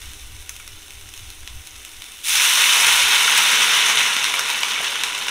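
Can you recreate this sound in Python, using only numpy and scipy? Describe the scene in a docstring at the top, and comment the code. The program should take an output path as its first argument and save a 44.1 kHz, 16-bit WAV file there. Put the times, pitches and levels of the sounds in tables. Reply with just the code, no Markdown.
"""Water poured into a frying pan

Onion and vegetables fry gently in a steel pan in a small tiled kitchen: filtered random bursts, with spits.
Water from a tumbler flashes to steam: dense bursts hiss loudly, then dull and thin out as the pan cools.
Slower bursts churn in the water, noise cracks make single pops, and decaying sines ring as big bubbles.
Shaped low noise is the rumble of the hand-held microphone; steady noise is the room and the hob fan.
"""
import sys
import numpy as np
from scipy import signal
from scipy.fft import rfft, irfft
from scipy.io import wavfile
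from scipy.ndimage import uniform_filter1d

SR = 44100
rng = np.random.default_rng(int(sys.argv[2]) if len(sys.argv) > 2 else 0)


def master(y):
    """Save y as 16-bit WAV."""
    cut = np.clip(np.atleast_2d(y).T, -1, 1)
    pcm = np.round(cut * 32767)  # scale
    wavfile.write(sys.argv[1], SR, pcm.astype(np.int16))


N = 233957
TIME = np.arange(N) / SR   # s
# rel_db: level or lift before later gain or normalization


def from_db(db):
    """Decibels to gain."""
    return 10 ** (np.asarray(db) / 20)


def rms_one(x):
    """Scale to rms 1."""
    return x / np.sqrt(np.mean(x ** 2) + 1e-20)


def in_time(rows):
    """Interpolate each column of a curve at every sample."""
    point_s, *columns = np.transpose(rows)
    return [np.interp(TIME, point_s, column) for column in columns]


def drift(rate_hz):
    """Slow random wander: noise through two equal poles at rate_hz, run at SR / 40."""
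    step = 40
    pole = np.exp(-2 * np.pi * rate_hz * step / SR)
    noise = rng.standard_normal(N // step + 2002)
    slow = signal.lfilter([1], [1, -2 * pole, pole * pole], noise)[2000:]   # drop the settling
    return np.interp(np.arange(N) / step, np.arange(len(slow)), rms_one(slow))


def band(x, hz, kind, order=2):
    """Butterworth filter."""
    sos = signal.butter(order, np.clip(hz, 10, .45 * SR), kind, fs=SR, output="sos")
    return signal.sosfilt(sos, x + 1e-18)


def coloured(x, spectrum, resonances=(), size=16384):
    """Minimum-phase filter with the given spectrum and resonances; white noise keeps its power."""
    hz = np.maximum(np.fft.rfftfreq(size, 1 / SR), 1)
    point_hz, point_db = np.transpose(spectrum)
    db = np.interp(np.log(hz), np.log(point_hz), point_db)
    for centre_hz, width_hz, lift_db in resonances:
        db = db + lift_db / (1 + (2 * (hz - centre_hz) / width_hz) ** 2)
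    cepstrum = irfft(np.log(rms_one(from_db(db))))
    cepstrum[1:size // 2] *= 2      # fold: nothing sounds before its cause
    cepstrum[size // 2 + 1:] = 0
    impulse = irfft(np.exp(rfft(cepstrum)))
    return signal.fftconvolve(x, impulse)[:N]


def brighten(x, treble_db):
    """Lift or lower the spectrum above about 6 kHz."""
    body = band(x, 6000, "low", order=1)
    return body + from_db(treble_db) * (x - body)


def bursts(per_s, spread_db):
    """Random clicks, many small and a few large; mean power does not follow the rate; rms 1."""
    chance = np.clip(per_s / SR, 1e-6, 1)
    size_db = spread_db * np.minimum(rng.exponential(1, N), 4)
    sizes = from_db(size_db) * rng.standard_normal(N) / np.sqrt(chance)
    return rms_one(sizes * (rng.random(N) < chance))


def crackle(per_s, spread_db, snap_db, hiss_db, count=9):
    """Tiny bubbles ring a cycle or two in their own bands, among broad snaps and smooth steam; rms 1."""
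    edges_hz = np.geomspace(350, 18000, count + 1)
    bubbles = np.zeros(N)
    for low_hz, high_hz in zip(edges_hz, edges_hz[1:]):
        bubbles += band(bursts(per_s / count, spread_db), [low_hz, high_hz], "band", order=1)
    snaps = from_db(snap_db) * bursts(per_s / count, spread_db)
    hiss = from_db(hiss_db) * rng.standard_normal(N)
    return rms_one(rms_one(bubbles) + snaps + hiss)


def sputter(per_s, decay_s):
    """Puffs of spray at random times: noise that dies away exponentially after each; rms 1."""
    puffs = (rng.random(N) < per_s / SR) * rng.uniform(.4, 1, N)
    strength = signal.lfilter([1], [1, -np.exp(-1 / (decay_s * SR))], puffs + 1e-18)
    return rms_one(strength * rng.standard_normal(N))


LOW_T60_S, TOP_T60_S, TAIL_DB = 0.26, 0.24, -4.5   # levels relative to the direct sound
WALL_ECHO_S, WALL_ECHO_DB = 0.00134, -8


def echoes(size=12000):
    """From one spot: direct sound, quick echo off the tiles behind the pan, short tail that dulls."""
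    age_s = np.arange(size) / SR
    direct = rms_one(1. * (age_s == 0))
    wall = rng.standard_normal(size) * np.exp(-np.abs(age_s - WALL_ECHO_S) / 0.00031)
    scatter = rng.standard_normal(size) * np.clip(age_s / 0.0054, 0, 1)
    dull = band(scatter, 4800, "low", order=1)
    tail = dull * from_db(-60 * age_s / LOW_T60_S) + (scatter - dull) * from_db(-60 * age_s / TOP_T60_S)
    response = direct + from_db(WALL_ECHO_DB) * rms_one(wall) + from_db(TAIL_DB) * rms_one(tail)
    return response / np.linalg.norm(response)


def kitchen(x, count=24, size=96):
    """Bursts come from random spots on the pan, each with its own echoes, so the hiss stays smooth."""
    spot = rng.integers(0, count, N)[np.arange(N) // size]   # one spot per block of samples
    return sum(signal.oaconvolve(x * (spot == k), echoes())[:N] for k in range(count))


# room noise spectrum: hz, rel_db (per Hz)
ROOM_SPECTRUM = [(30, 4.5), (160, -7.5), (270, -6.5), (450, -6), (540, -6), (1000, -9.5), (4000, -17.5)]
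# hob fan drone: centre_hz, width_hz, lift_rel_db
FAN_DRONE = [(217, 39, 5), (313, 26, 14), (404, 16, 10.5), (767, 18, 12.5)]


def room_tone():
    """Steady noise of the room, with the faint drone of the hob fan as resonances."""
    return from_db(-53) * coloured(rng.standard_normal(N), ROOM_SPECTRUM, FAN_DRONE)


# colour of all that bursts in the pan: hz, rel_db (per Hz)
PAN_SPECTRUM = [(150, -34.5), (620, -22), (800, -16.5), (1000, -9), (2300, -2.5), (3100, -2.5), (3850, -3),
                (4600, -13.5), (5650, -6), (6300, -5.5), (7050, -12.5), (9500, -9), (11500, -16),
                (15500, -20)]
# pan and the corner it stands in: centre_hz, width_hz, lift_rel_db
PAN_RESONANCES = [(143, 39, 12.5), (226.3, 33, 11.5), (281, 24, 7), (420, 34, 6.5), (460, 39, 7),
                  (553, 16, 6.5), (689.6, 15, 6), (831, 14, 9), (870, 25, -0.5), (932.6, 13, 7.5),
                  (978, 31, 8), (1456, 100, 4), (1760, 39, -4), (2235, 65, 3.5), (2632, 50, 4),
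                  (2964, 173, 4.5), (3580, 73, 6)]


def sizzle():
    """Frying, pops and boiling sound through the kitchen and excite the pan resonances."""
    return coloured(kitchen(frying() + pops() + boiling()), PAN_SPECTRUM, PAN_RESONANCES)


# oil frying: time_s, rel_db
FRYING_LEVEL = [(0.0, -40.5), (0.3, -43.5), (1.4, -43.5), (2.2, -40)]


def frying():
    """Moisture from the vegetables crackles in the oil, with small spits and tiny sharp ticks on top."""
    rel_db, = in_time(FRYING_LEVEL)
    fizz = brighten(crackle(per_s=4000, spread_db=3.0, snap_db=0, hiss_db=3.0), treble_db=7.5)
    spits = from_db(-7) * sputter(per_s=90, decay_s=.0006)
    ticks = from_db(-2) * band(sputter(per_s=45, decay_s=.0004), 7500, "high")
    waver_db = .7 * drift(rate_hz=18)
    return from_db(rel_db - 3.5 + waver_db) * (fizz + spits + ticks)


# moves of the hand: start_s, length_s, rel_db
HAND_MOVES = [(0.034, 0.088, -32), (0.212, 0.23, -34), (0.685, 0.093, -35), (0.935, 0.18, -37.5),
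              (1.175, .15, -34.5), (1.378, 0.087, -33), (1.503, .11, -29.5), (1.737, 0.077, -38),
              (1.936, 0.081, -39), (2.31, 0.067, -42), (2.92, .17, -41), (5.07, .07, -53)]
# rumble spectrum: hz, rel_db (per Hz)
RUMBLE_SPECTRUM = [(10, 13), (25, -2.5), (45, -7.5), (60, 5.5), (78, -4), (108, -4.5), (128, -24.5),
                   (300, -31), (1000, -69)]
MOVE_EDGE_S = .012
TREMOR_REL_DB, STEADYING_DB_PER_S, FLOOR_REL_DB = -37, 6.5, -59.5   # between moves the hand grows steadier


def handling():
    """Low rumble of the moving microphone, swelling with each move of the hand."""
    tremor = from_db(TREMOR_REL_DB - STEADYING_DB_PER_S * TIME) + from_db(FLOOR_REL_DB)
    moves = np.zeros(N)
    for start_s, length_s, rel_db in HAND_MOVES:
        rise = np.tanh((TIME - start_s) / MOVE_EDGE_S)
        fall = np.tanh((TIME - start_s - length_s) / MOVE_EDGE_S)
        moves += from_db(rel_db) * (rise - fall) / 2
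    rumble = coloured(band(rng.standard_normal(N), 9, "high"), RUMBLE_SPECTRUM)
    power = uniform_filter1d(rumble ** 2, size=4000)
    even = rumble / np.sqrt(power + 0.045)   # level out the chance swells
    return from_db(-6) * np.hypot(tremor, moves) * even


# drops bursting, heard 0.8 ms after start_s: start_s, body_rel_db, treble_rel_db
DROP_POPS = [(0.017, -28, -44), (0.493, -23.5, -30.5), (0.598, -26.5, -47), (0.677, -29, -35),
             (0.906, -31, -42), (1.089, -34, -40), (1.138, -40.5, -35), (1.176, -43, -38),
             (1.302, -31, -36), (1.475, -17, -40), (1.671, -40, -35), (1.849, -25.5, -32.5),
             (2.02, -22, -38), (2.041, -33, -37.5), (2.119, -40, -38), (2.356, -9, -19.5),
             (2.867, 0.5, -34), (4.165, -1.5, -38), (4.242, -4.5, -25), (4.34, -3.5, -35),
             (4.393, -6.5, -23), (4.501, -11, -25), (4.606, -12, -29), (4.632, -4.5, -35),
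             (4.844, -12, -42), (4.956, -9.5, -45), (5.0355, -4.5, -23.5), (5.065, -25, -39),
             (5.149, -9, -45), (5.178, -12, -40), (5.283, -7.5, -52)]


def pops(size=1500):
    """Each drop bursts with a ragged crack, and its spray fizzes on the metal."""
    out, age_s = np.zeros(N + size), np.arange(size) / SR
    sprays = rng.standard_normal((len(DROP_POPS), size))
    for (start_s, body_db, treble_db), spray in zip(DROP_POPS, sprays):
        strength = .15 * np.exp(-age_s / .0012) + .008 * np.exp(-age_s / .008)
        crack = .7 * (age_s == 0) + spray * strength
        at = int((start_s + .0008) * SR)
        out[at:at + size] += from_db(body_db + 13) * brighten(crack, treble_db - body_db + 17.5)
    return out[:N]


# big bubbles: start_s, rel_db, pitch_hz, t60_s
BUBBLE_RINGS = [(1.476, -33, 1090, 0.012), (4.633, -16, 1190, 0.021), (4.634, -10.5, 2280, .03),
                (4.761, -13, 2240, 0.039), (4.8, -29.5, 246, 0.027), (4.803, -31, 420, 0.04),
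                (4.804, -25, 674, .025)]


def big_bubbles():
    """A big bubble rings briefly at one pitch as it opens."""
    out = np.zeros(N)
    for start_s, rel_db, pitch_hz, t60_s in BUBBLE_RINGS:
        age_s = np.clip(TIME - start_s, 0, 1)
        ring = from_db(rel_db - 60 * age_s / t60_s) * np.sin(2 * np.pi * pitch_hz * age_s)
        out += band(ring, pitch_hz / 2, "high")
    return kitchen(out, count=1)


CONTACT_S, SPREAD_S = 2.2315, 0.13   # water meets the metal and spreads over it
WET_FOR_S = np.maximum(TIME - CONTACT_S, 0)


def wetted():
    """Share of the pan that is wet, growing evenly from contact."""
    return np.clip(WET_FOR_S / SPREAD_S, 0, 1)


# water boiling on the hot metal: time_s, rel_db
BOILING_LEVEL = [(2.36, -17), (2.8, -14), (3.25, -15.5), (3.85, -16), (4.3, -21), (5.3, -26)]
# gushes of steam: peak_s, lift_db
STEAM_SURGES = [(2.63, 0), (3.33, 1.5), (3.39, 2.5), (3.53, 2.5), (3.63, 3), (3.89, 2.5), (4.01, 2.5),
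                (4.17, 0.5), (4.85, 3)]
SURGE_S = 0.02   # half-width at 1/e of the lift
FULL_BURSTS_PER_S, FULL_BOIL_REL_DB, RATE_DB_PER_DB = 24000, -14, 1.3   # bursts thin out as the boil weakens
TREBLE_DB, DULLING_DB_PER_S = 2, 6.5   # the hiss dulls as the pan cools
FLASH_DB, FLASH_S = 13.5, 0.069   # the first drops flash off much brighter
BODY_DB, THIN_DB, FILL_S = 1, 9.5, 0.29   # the low part fills in as water gathers


def boiling():
    """Water flashes to steam in uneven surges; as the pan cools the bursts get fewer, larger and duller."""
    rel_db, = in_time(BOILING_LEVEL)
    per_s = FULL_BURSTS_PER_S * from_db(RATE_DB_PER_DB * (rel_db - FULL_BOIL_REL_DB))
    treble_db = TREBLE_DB - DULLING_DB_PER_S * WET_FOR_S + FLASH_DB * np.exp(-WET_FOR_S / FLASH_S)
    body_db = BODY_DB - THIN_DB * np.exp(-WET_FOR_S / FILL_S)
    spits = from_db(-9) * sputter(per_s=130, decay_s=.0012)
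    steam = brighten(crackle(per_s, spread_db=3.5, snap_db=-4.5, hiss_db=-2) + spits, treble_db)
    steam = steam + (from_db(body_db) - 1) * band(steam, 1430, "low", order=1)
    droplets = from_db(-11) * band(sputter(per_s=45, decay_s=.001), 7500, "high")
    surge_db = sum(lift_db * np.exp(-((TIME - peak_s) / SURGE_S) ** 2) for peak_s, lift_db in STEAM_SURGES)
    waver_db = 0.35 * drift(rate_hz=13) + 0.64 * drift(rate_hz=120)
    return wetted() * from_db(rel_db - 0.22 + surge_db + waver_db) * (steam + droplets)


# water churning on the bottom of the pan: time_s, rel_db
CHURN_LEVEL = [(2.3, -64), (3.55, -43.5), (5.3, -46)]
# churn spectrum: hz, rel_db (per Hz)
CHURN_SPECTRUM = [(60, -24), (110, -9.5), (190, -10), (350, 1), (480, 1), (700, 4), (1100, 2), (2500, -30)]


def churning():
    """Larger bubbles slop about in the gathering water: sparser, low-coloured bursts."""
    rel_db, = in_time(CHURN_LEVEL)
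    slop = wetted() * from_db(rel_db) * bursts(per_s=1800, spread_db=1.0)
    return coloured(kitchen(slop, count=4), CHURN_SPECTRUM, PAN_RESONANCES)


def scene():
    """Sum of the pan, the room tone and the microphone rumble, as one channel."""
    return (room_tone() + sizzle() + handling() + big_bubbles() + churning())[None]


def record(dry):
    """Round the highest peaks smoothly toward 0.88 and cut the top above 15.6 kHz."""
    rounded = dry / (1 + (dry / .88) ** 4) ** .25
    top_cut = signal.ellip(12, .1, 80, 15600, fs=SR, output="sos")
    return signal.sosfilt(top_cut, rounded)


dry = scene()
out = record(dry)
master(out)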